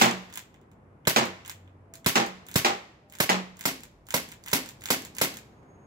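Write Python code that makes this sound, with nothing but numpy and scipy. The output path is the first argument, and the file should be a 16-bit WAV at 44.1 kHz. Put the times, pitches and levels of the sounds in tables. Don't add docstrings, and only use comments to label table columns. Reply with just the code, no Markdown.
import sys
import numpy as np
from scipy import signal
from scipy.fft import rfft, irfft, next_fast_len
from scipy.io import wavfile
from scipy.ndimage import uniform_filter1d

SR = 44100
rng = np.random.default_rng(int(sys.argv[2]) if len(sys.argv) > 2 else 0)


def level_to_linear(level):
    exponent = np.asarray(level, float) / 20
    return 10 ** exponent


def wav_out(sig):
    wavfile.write(sys.argv[1], SR, np.round(np.clip(np.atleast_2d(sig).T, -1, 1) * 32767).astype(np.int16))


N = 258426

LEAD = SR // 5
SIZE = next_fast_len(N + LEAD + SR)
HZ = np.maximum(np.arange(SIZE // 2 + 1) * SR / SIZE, 1)
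TIME = (np.arange(SIZE) - LEAD) / SR

SHOT_START = [-.0775, 1.0716, 2.0617, 2.5570, 3.2019, 3.6545, 4.1409, 4.5309, 4.9041, 5.2139]
# crack_peak, muzzle_puff_peak, thump_peak, jet_db, room_db
SHOTS = [
    (0.46, 0.43, 0.18, -20.5, -4),
    (0.4, 0.52, 0.35, -25, -14.5),
    (0.42, 0.12, 0.41, -21.5, -14.5),
    (0.17, 0.27, 0.63, -17, -15.5),
    (0.25, .56, 0.23, -14, -17),
    (0.35, .0, 0.11, -19.5, -18.5),
    (0.24, 0.019, 0.13, -16, -18),
    (0.31, 0.034, 0.18, -12.5, -16),
    (0.57, 0, 0.14, -15, -16),
    (0.36, 0.05, 0.16, -14, -15.5),
]
# freq_hz, level_db [dB per Hz]
JET = [(88, -31), (150, -10), (244, 0), (837, -8.5), (960, -8), (1360, -10.5), (1480, -10), (2180, -5.5),
       (3040, -8.5), (5150, -8.5), (9260, -9), (13400, -9), (16000, -14.5)]
# freq_hz, gain_db
PELLET_TAIL = [(100, -6), (250, -6), (400, -1.5), (680, -7.5), (1100, -0.5), (2000, 1), (8000, 0),
               (16000, 1)]
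# freq_hz, loaded_db, empty_db, t60_s
BARREL = [(362, -20, -42, .09), (470, -23.5, -33.5, 0.089), (596, -39, -29.5, .12), (807, -34.5, -34, 0.13),
          (1102, -27, -32.5, 0.22), (1380, -33.5, -31, 0.077), (1595, -37, -31, 0.12),
          (1710, -23.5, -35, .08), (2080, -22, -32, .07), (2093, -32, -21.5, 0.11), (3800, -23, -36, 0.052),
          (5230, -31, -29.5, 0.064), (6360, -30, -34, .08)]
# freq_hz, level_db, t60_s
FRAME = [(261, -31, 0.25), (492, -35.5, 0.11), (658, -30.5, 0.08), (963, -23, 0.091), (4030, -24.5, 0.037),
         (5300, -27, 0.063), (6250, -38.5, 0.041), (7420, -24.5, 0.11), (10580, -32, 0.072),
         (10960, -31.5, 0.035), (13000, -29, .1), (13600, -32, .08)]
# delay_ms, level_db
GROUND = (6.6, -2.5)
# delay_ms, level_db
WALLS = [(12.2, -11), (31.8, -14), (33.2, -13), (34.6, -14), (58.0, -20)]
# freq_hz, t60_s
YARD_T60 = [(100, 0.74), (260, 0.3), (700, 0.27), (1840, 0.29), (4850, 0.25), (12800, 0.15)]
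# freq_hz, correlation [-1 to 1]
LIKENESS = [(30, 1), (120, 0.96), (290, 0.93), (640, 0.41), (1400, -.15), (3000, -0.031)]

HIT_START = [.0131, 1.1615, 2.1551, 2.6473, 3.2926]
# crack_peak, blow_db, first_modes_db, second_modes_db, panel_modes_db
HITS = [
    (1, -11.5, -13.5, -9, -12),
    (0.39, -13.5, -24.5, -13, -19),
    (0.26, -14.5, -17.5, -14, -16),
    (0.77, -16, -39, -25.5, -16),
    (0.96, -16.5, -18, -21, -14.5),
]
# freq_hz, level_db [dB per Hz]
RATTLE = [(120, -32), (250, -8), (420, -3.5), (790, -2), (1120, -3), (1630, -7), (1940, -4.5),
          (4670, -12.5), (7400, -15), (8900, -21.5), (12000, -26), (16000, -28)]
# freq_hz, level_db, t60_s
BOARD = [(189.5, 2.5, .25), (185.2, -7.5, 0.51), (232.4, 4.5, 0.15), (132, -5, 0.32), (340.1, -7.5, 0.32),
         (372, -7, 0.25), (453.7, -7, 0.21), (649, -10.5, 0.21), (1090, -5.5, .2), (1120, -9, .18),
         (794, -1.5, 0.26), (843, -5, .15)]

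# start_s, dull_db, bright_db, top_db, length_ms
BOUNCES = [
    (.054, -25.5, -28.5, -34.5, 3.0),
    (.11, -58, -34, -46, 3.2),
    (1.254, -60, -36.5, -40, 1.3),
    (2.263, -67.5, -39, -42.5, 1.7),
]
# start_s, level_db, brightness_db
TICKS = [(0.0211, -15, -3.5), (0.3, -54, -4), (0.3262, -45.5, -3), (0.5422, -58, -5.5), (0.6134, -67.5, -3),
         (.715, -63.5, -0.5), (1.4492, -47.5, -7), (1.676, -68.5, -12), (1.938, -43.5, 1.5),
         (1.954, -47, 4.5), (2.4901, -53.5, -9), (3.136, -47, -3.5), (4.322, -48, -5.5),
         (4.4756, -43.5, -8.5), (4.8196, -47.5, -2), (5.63, -72.5, -4)]
# take_up_s, hand_s, cylinder_lock_s
PULL_TIMES = [(.3383, .3565, .374), (1.46, 1.478, 1.496), (2.466, 2.486, 2.514), (3.0988, 3.1232, 3.152),
              (3.5694, 3.5922, 3.6094), (4.068, 4.0868, 4.106), (4.4385, 4.4615, 4.483),
              (4.8091, 4.838, 4.857), (5.1498, 5.1667, 5.184)]
# effort_db, take_up_db [over effort], lock_db [over effort]
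PULL_LEVELS = [(1.5, 4.5, 2), (-0.5, 4, 3), (-3, 1, -2.5), (-8.5, 1.5, -0.5), (-4, -2, 3),
               (-4.5, -0.5, 6.5), (-0.5, -0.5, 1), (-1, -2, 5.5), (-1, 4, 7.5)]
# start_s, level_db, brightness_db
SEARS = [
    (1.052, -11.5, -8.5),
    (2.045, -6, -3.5),
    (2.5414, 2.5, 5.5),
    (3.1859, -3.5, 2),
    (3.6392, -4, -2),
    (4.1224, -3.5, 1.5),
    (4.5149, 4, 2),
    (4.8874, 3.5, -2.5),
]
# second_click_s, level_db, first_click_db [over second]
RESETS = [(3.8344, -3.5, -9), (4.3178, -2.5, -3), (4.6893, 0, -3), (5.05, 0.5, -5), (5.3696, 1, -3.5)]
# freq_hz, level_db [dB per Hz]
STEEL_LOW = [(500, -27.5), (800, -11), (1000, -4), (1150, -11.5), (1500, -6), (2100, -3), (3500, -5),
             (4500, -35.5)]
# freq_hz, level_db [dB per Hz]
STEEL_HIGH = [(2800, -25.5), (4000, -2.5), (5500, -3.5), (7300, 5.5), (8200, -1), (9200, -3), (11000, -39)]
# freq_hz, level_db [dB per Hz]
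STEEL_TOP = [(7000, -36), (9000, -0.5), (10500, -3.5), (13300, 1), (16000, -5), (18000, -15)]
# dull_db, bright_db, top_db
TAKE_UP, HAND, LOCK = (-53, -44, -51), (-39.5, -43, -38.5), (-36, -35, -38)
RESET, SEAR, TICK = (-41, -38.5, -41.5), (-39, -39, -42.5), (0, 0.97, -3)

# freq_hz, level_db [dB per Hz]
TRAFFIC = [(25, -26), (60, -5.5), (100, 0.5), (150, -0.5), (300, -5.5), (600, -10.5), (1000, -14),
           (2200, -26), (4000, -44.5), (8000, -46.5), (12500, -49.5), (14000, -65.5)]
# start_s, level_db
TRAFFIC_LEVEL = [(0, -51), (.45, -56), (.7, -54.5), (1.6, -55.5), (2.5, -54), (3.1, -58), (3.6, -55.5),
                 (3.95, -57), (4.4, -54.5), (5.0, -51), (5.5, -53), (5.65, -51.5), (5.86, -51.5)]
# start_s, pitch_hz, level_db
ENGINE = [
    (.5, 86, -79),
    (.7, 90.2, -60),
    (1.0, 95, -61),
    (1.3, 95, -53),
    (1.45, 94.1, -61.5),
    (1.65, 92.8, -50.5),
    (1.9, 93.5, -59),
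    (2.05, 97, -70),
]
# loudest_s, pitch_hz, level_db
CREAKS = [
    (1.93, 665, -60),
    (3.05, 601, -64),
    (3.07, 792, -67),
]
# loudest_s, level_db
CRICKET = [
    (5.53, -84),
    (5.591, -81),
    (5.71, -71),
    (5.83, -74),
]
# freq_hz, gain_db
MICROPHONE = [(20, -16.5), (60, -14), (120, 0), (8000, 2.5), (8900, -4.5), (10000, 1), (15700, 4),
              (16300, -29), (18000, -39)]

LOADED = 5
SAME_YARD = .7
GUN_LAG_MS, BOARD_LAG_MS = 0.1904, 0.436
BOARD_LUMPY_DB, MIDDLE_DB = 4.5, -3
TOUCH_MS, TOUCH_DB, TOUCH_ROOM_DB, TOUCH_LUMPY_DB = 1.4, 11, -4, 6
RESET_GAP_MS = 29.5
SEAR_SLIP_MS, SEAR_SLIP_DB = 4.3, -9
SLIDE_DB, SLIDE_LEAD_MS, SLIDE_TAIL_MS, SLIDE_SWELL_DB = -64, 13, 30, -3
RUMBLE_DB, LORRY_S, LORRY_WIDTH_S, LORRY_DB = -71, 4.3, 0.8, 9
CREAK_RISE_S, CREAK_FALL_S, CREAK_EDGE_DB = .05, .11, -10.5
CRICKET_HZ, CHIRP_RISE_S, CHIRP_FALL_S, CHIRP_EDGE_DB = 6610, .025, .03, -4
CRICKET_FLUTTER_HZ, CRICKET_FLUTTER_DB = 40, 2.5


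def rms_one(x):
    return x / np.sqrt(np.mean(np.abs(x) ** 2) + 1e-30)


def at_hz(points, hz):
    table = np.array(points)
    return np.interp(np.log(hz), np.log(table[:, 0]), table[:, 1])


def colour(spectrum):
    cepstrum = irfft(np.log(level_to_linear(at_hz(spectrum, HZ))), SIZE)
    cepstrum[1:SIZE // 2] *= 2
    cepstrum[SIZE // 2 + 1:] = 0
    return rms_one(np.exp(rfft(cepstrum)))


def delay(ms):
    return np.exp(-2j * np.pi * HZ * ms / 1000)


def train(times, shapes):
    out = np.zeros(np.shape(shapes[0])[:-1] + (SIZE,))
    for s, shape in zip(times, shapes):
        i = LEAD + round(s * SR)
        out[..., i:i + shape.shape[-1]] += shape
    return rfft(out)


def pulse(width_ms, after_ms=0.):
    ms = np.arange(SR * 12 // 1000) * 1000 / SR
    phase = (ms - after_ms) / width_ms + .5
    return np.sin(np.pi * np.clip(phase, 0, 1))


def burst(rise_ms, fall_ms, grain_db):
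    ms = np.arange(SR // 8) * 1000 / SR
    grains = rng.standard_normal(len(ms)) * level_to_linear(grain_db * rng.standard_normal(len(ms)))
    return rms_one(grains) * (1 - np.exp(-ms / rise_ms)) * np.exp(-ms / fall_ms)


def diffuse(count):
    mid, side = rfft(rng.standard_normal((2, count)))
    hz = np.maximum(np.arange(count // 2 + 1) * SR / count, 1)
    alike = np.clip(at_hz(LIKENESS, hz), -1, 1)
    return np.sqrt((1 + alike) / 2) * mid + np.sqrt((1 - alike) / 2) * side * [[1], [-1]]


def yard(onset_ms, stretch, late_db, lumpy_db):
    count = 2 ** 15
    noise, t, out = diffuse(count), np.arange(count) / SR, 0
    octave = np.log2(np.maximum(np.arange(count // 2 + 1) * SR / count, 1))
    for centre in np.arange(6, 15):
        band = irfft(noise * np.clip(1 - abs(octave - centre), 0, 1), count)
        t60 = stretch * at_hz(YARD_T60, 2. ** centre)
        far_walls = level_to_linear(late_db - 60 * t / (2.89 * t60))
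        out = out + band * (level_to_linear(-60 * t / t60) + far_walls)
    lumps = np.clip(rms_one(uniform_filter1d(rng.standard_normal(count), size=30)), -3, 1.8)
    out = out * (1 - np.exp(-t * 1000 / onset_ms)) * level_to_linear(lumpy_db * lumps * np.exp(-t / .08))
    return out / np.sqrt(np.mean(np.sum(out ** 2, axis=1)))


def ports(direct, lag_ms, left_db):
    return np.array([direct * delay(lag_ms) * level_to_linear(left_db), direct])


def barrel_ring(loaded):
    t = np.arange(SR // 4) / SR
    out = 0
    for (hz, loaded_db, empty_db, t60), chance in zip(BARREL, rng.standard_normal(len(BARREL))):
        level_db = loaded_db if loaded else empty_db
        out = out + level_to_linear(level_db + 1.5 * chance - 60 * t / t60) * np.sin(2 * np.pi * hz * t)
    return out


def frame_ring():
    t = np.arange(SR // 4) / SR
    out = 0
    for (hz, db, t60), (a, c) in zip(FRAME, rng.standard_normal((len(FRAME), 2))):
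        decay = level_to_linear(db + 2.0 * a - 60 * t / t60)
        out = out + decay * np.sin(2 * np.pi * hz * (1 + 0.004 * c) * t + 2 * c)
    return out


def shots():
    s = np.array(SHOT_START)
    crack, puff, thump, jet_db, room_db = np.transpose(SHOTS)
    crack_shape = 1.5 * pulse(.14, 1) - .4 * pulse(.5, 1.4)
    puff_shape = -.9 * pulse(.25, 2.05) + .6 * pulse(.2, 2.9) - pulse(.55, 3.85)
    thump_shape = .3 * pulse(1.6, 2.8) + pulse(2.4, 5.2) - .5 * pulse(4, 8.4)
    pulses = train(s - .001, [a * crack_shape + b * puff_shape for a, b in zip(crack, puff)])
    thumps = train(s - .001, [c * thump_shape for c in thump])

    leak = train(s - .0024, [level_to_linear(db - 3) * burst(3.4, 2.2, 2.) for db in jet_db])
    main_jet = train(s, [level_to_linear(db + 9.5) * burst(2.8, 3.8, 2.7) for db in jet_db])
    jet = (main_jet + leak) * colour(JET)
    ring = train(s, [frame_ring() + barrel_ring(k < LOADED) for k in range(len(s))])

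    same, *own = [yard(0.72, 1.306, -29.0, 6.1) for _ in range(len(s) + 1)]
    tails = []
    for db, fresh in zip(room_db, own):
        tails.append(level_to_linear(db + 27.5) * (np.sqrt(SAME_YARD) * same + np.sqrt(1 - SAME_YARD) * fresh))
    loaded_tails = train(s[:LOADED], tails[:LOADED]) * colour(PELLET_TAIL)
    wet = (loaded_tails + train(s[LOADED:], tails[LOADED:])) * colour(JET)

    ground = 1 + level_to_linear(GROUND[1]) * delay(GROUND[0])
    walls = 1 + sum(level_to_linear(db) * delay(ms) for ms, db in WALLS)
    direct = (pulses * ground + jet + ring) * walls
    low = thumps * (1 + level_to_linear(-7) * (walls - 1))
    return ports(direct, GUN_LAG_MS, -3.7) + ports(low, 1.6 * GUN_LAG_MS, -2.5) + wet


def board_ring(first_db, second_db, panel_db, middle_db):
    t = np.arange(SR // 2) / SR
    chance = rng.standard_normal((len(BOARD), 3))
    gains = [first_db] * 2 + [second_db] * 2 + [middle_db] * 6 + [panel_db] * 2
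    out = 0
    for (hz, db, t60), gain_db, (a, b, c) in zip(BOARD, gains, chance):
        build = 1 - np.exp(-t / (0.022 * (190 / hz) ** 3))
        decay = level_to_linear(gain_db + db + 1.5 * a - 60 * t / t60)
        out = out + decay * build * np.sin(2 * np.pi * hz * (1 + b / 200) * t + 2 * c)
    return out


def hits():
    s = np.array(HIT_START)
    crack, blow_db, *ring_db = np.transpose(HITS)
    crack_shape = -pulse(.2, 1) + .6 * pulse(.2, 1.22)
    cracks = train(s - .001, [a * crack_shape for a in crack])
    stand = colour(RATTLE)
    rattle = train(s, [level_to_linear(db + 5.5) * burst(0.52, 11.0, 7.0) for db in blow_db]) * stand
    ring = train(s, [board_ring(*row) for row in np.transpose(ring_db + [blow_db + MIDDLE_DB])])
    ring = ring * (1 + level_to_linear(-11.5) * delay(23.) + level_to_linear(-5.5) * delay(49.))
    wet = train(s, [level_to_linear(db + 28) * yard(11.0, 1.0, -20.5, BOARD_LUMPY_DB) for db in blow_db]) * stand
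    return ports(cracks + rattle + ring, BOARD_LAG_MS, -2.9) + wet


def touch(s, kind, db, bright_db=0):
    dull, bright, top = kind
    return s, dull + db - bright_db, bright + db + bright_db / 2, top + db + bright_db, TOUCH_MS


def contacts():
    rows = list(BOUNCES)
    for (take_s, hand_s, lock_s), (db, take_db, lock_db) in zip(PULL_TIMES, PULL_LEVELS):
        rows.append(touch(take_s, TAKE_UP, db + take_db))
        rows.append(touch(hand_s, HAND, db))
        rows.append(touch(lock_s, LOCK, db + lock_db))
    for s, db, first_db in RESETS:
        rows.append(touch(s - RESET_GAP_MS / 1000, RESET, db + first_db))
        rows.append(touch(s, RESET, db))
    for s, db, bright_db in SEARS:
        rows.append(touch(s, SEAR, db, bright_db))
        rows.append(touch(s + SEAR_SLIP_MS / 1000, SEAR, db + SEAR_SLIP_DB))
    return rows + [touch(s, TICK, db, bright_db) for s, db, bright_db in TICKS]


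def sliding():
    gain = 0
    for (take_s, _, lock_s), (effort_db, *_) in zip(PULL_TIMES, PULL_LEVELS):
        ends_s = [take_s - SLIDE_LEAD_MS / 1000, lock_s + SLIDE_TAIL_MS / 1000]
        start_db = SLIDE_DB + effort_db
        gain = gain + level_to_linear(np.interp(TIME, ends_s, [start_db, start_db + SLIDE_SWELL_DB],
                                    left=-200, right=-200))
    return gain


def lockwork():
    s, *part_db, length_ms = np.transpose(contacts())
    taps = []
    for ms in length_ms:
        tap = burst(0.25 * max(ms, .3), max(ms, .3), 3.2)
        taps.append(tap * np.sqrt(ms * SR / 3500 / np.sum(tap ** 2)))
    grains = rng.standard_normal(SIZE) * level_to_linear(3.8 * rng.standard_normal(SIZE))
    slide = rfft(sliding() * rms_one(grains))
    steel, knock = 0, 0
    for dbs, spectrum, slide_db in zip(part_db, [STEEL_LOW, STEEL_HIGH, STEEL_TOP], [-8, -5, -5]):
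        clusters = train(s - .0003, [level_to_linear(db + TOUCH_DB) * tap for db, tap in zip(dbs, taps)])
        tint = colour(spectrum)
        steel = steel + (clusters + level_to_linear(slide_db) * slide) * tint
        knock = knock + train(s, level_to_linear(dbs + TOUCH_ROOM_DB + 23.5)[:, None]) * tint
    wet = knock * rfft(yard(2.1, 0.84, -19.0, TOUCH_LUMPY_DB), SIZE)
    return ports(steel * (1 + level_to_linear(-17.0) * delay(GROUND[0])), GUN_LAG_MS, -4.0) + wet


def swell(s, hz, db, rise_s, fall_s, edge_db):
    return [(s - rise_s, hz, db + edge_db), (s, hz, db), (s + fall_s, hz, db + edge_db)]


def tone(rows, wobble_hz, wobble_db):
    s, hz, db = np.transpose(rows)
    r = np.exp(-2 * np.pi * wobble_hz / SR)
    flutter = rms_one(signal.lfilter([1], [1, -2 * r, r * r], rng.standard_normal(SIZE)))
    level = level_to_linear(np.interp(TIME, s, db, left=-200, right=db[-1] - 1.5) + wobble_db * flutter)
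    level = level * (TIME < s[-1] + .05)
    phase = 2 * np.pi * np.cumsum(np.interp(TIME, s, hz)) / SR
    return np.sqrt(2) * level * np.sin(phase)


def background():
    noise = diffuse(SIZE)
    traffic_gain = level_to_linear(np.interp(TIME, *np.transpose(TRAFFIC_LEVEL)))
    traffic = rms_one(irfft(noise * colour(TRAFFIC), SIZE)) * traffic_gain
    rumble_db = RUMBLE_DB + LORRY_DB * np.exp(-((TIME - LORRY_S) / LORRY_WIDTH_S) ** 2)
    rumble = rms_one(irfft(noise / (1 + ((HZ - 55) / 16) ** 4), SIZE)) * level_to_linear(rumble_db)
    engine = tone(ENGINE, 3., 1.2)
    creaks = 0
    for row in CREAKS:
        creaks = creaks + tone(swell(*row, CREAK_RISE_S, CREAK_FALL_S, CREAK_EDGE_DB), 15., 2.)
    chirps = []
    for s, db in CRICKET:
        chirps += swell(s, CRICKET_HZ, db, CHIRP_RISE_S, CHIRP_FALL_S, CHIRP_EDGE_DB)
    cricket = tone(chirps, CRICKET_FLUTTER_HZ, CRICKET_FLUTTER_DB) * level_to_linear(np.array([[1.5], [-1.5]]))
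    return traffic + rumble + creaks + engine + cricket


def scene():
    near = (shots() + hits() + lockwork()) * colour(MICROPHONE) * level_to_linear(-3.0)
    return (irfft(near, SIZE) + background())[:, LEAD:LEAD + N]


def gain_control(x, limit_db, share, release_db, attack_ms):
    power = uniform_filter1d(np.max(x ** 2, axis=0), size=64, origin=31)
    level = 10 * np.log10(power + 1e-12)
    ramp = release_db * np.arange(N) / SR
    held = np.maximum.accumulate(level + ramp) - ramp
    r = np.exp(-1000 / (attack_ms * SR))
    cut_db = signal.lfilter([1 - r], [1, -r], share * np.maximum(held - limit_db, 0))
    return x * level_to_linear(-cut_db)


def top_cut(x):
    return signal.sosfilt(signal.butter(12, 16990, fs=SR, output="sos"), x)


def record(dry):
    levelled = gain_control(dry, limit_db=-10.5, share=0.24, release_db=123.5, attack_ms=1.5)
    mix = 0.85 * np.tanh(levelled / 0.98)
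    return top_cut(mix)


dry = scene()
out = record(dry)
wav_out(out)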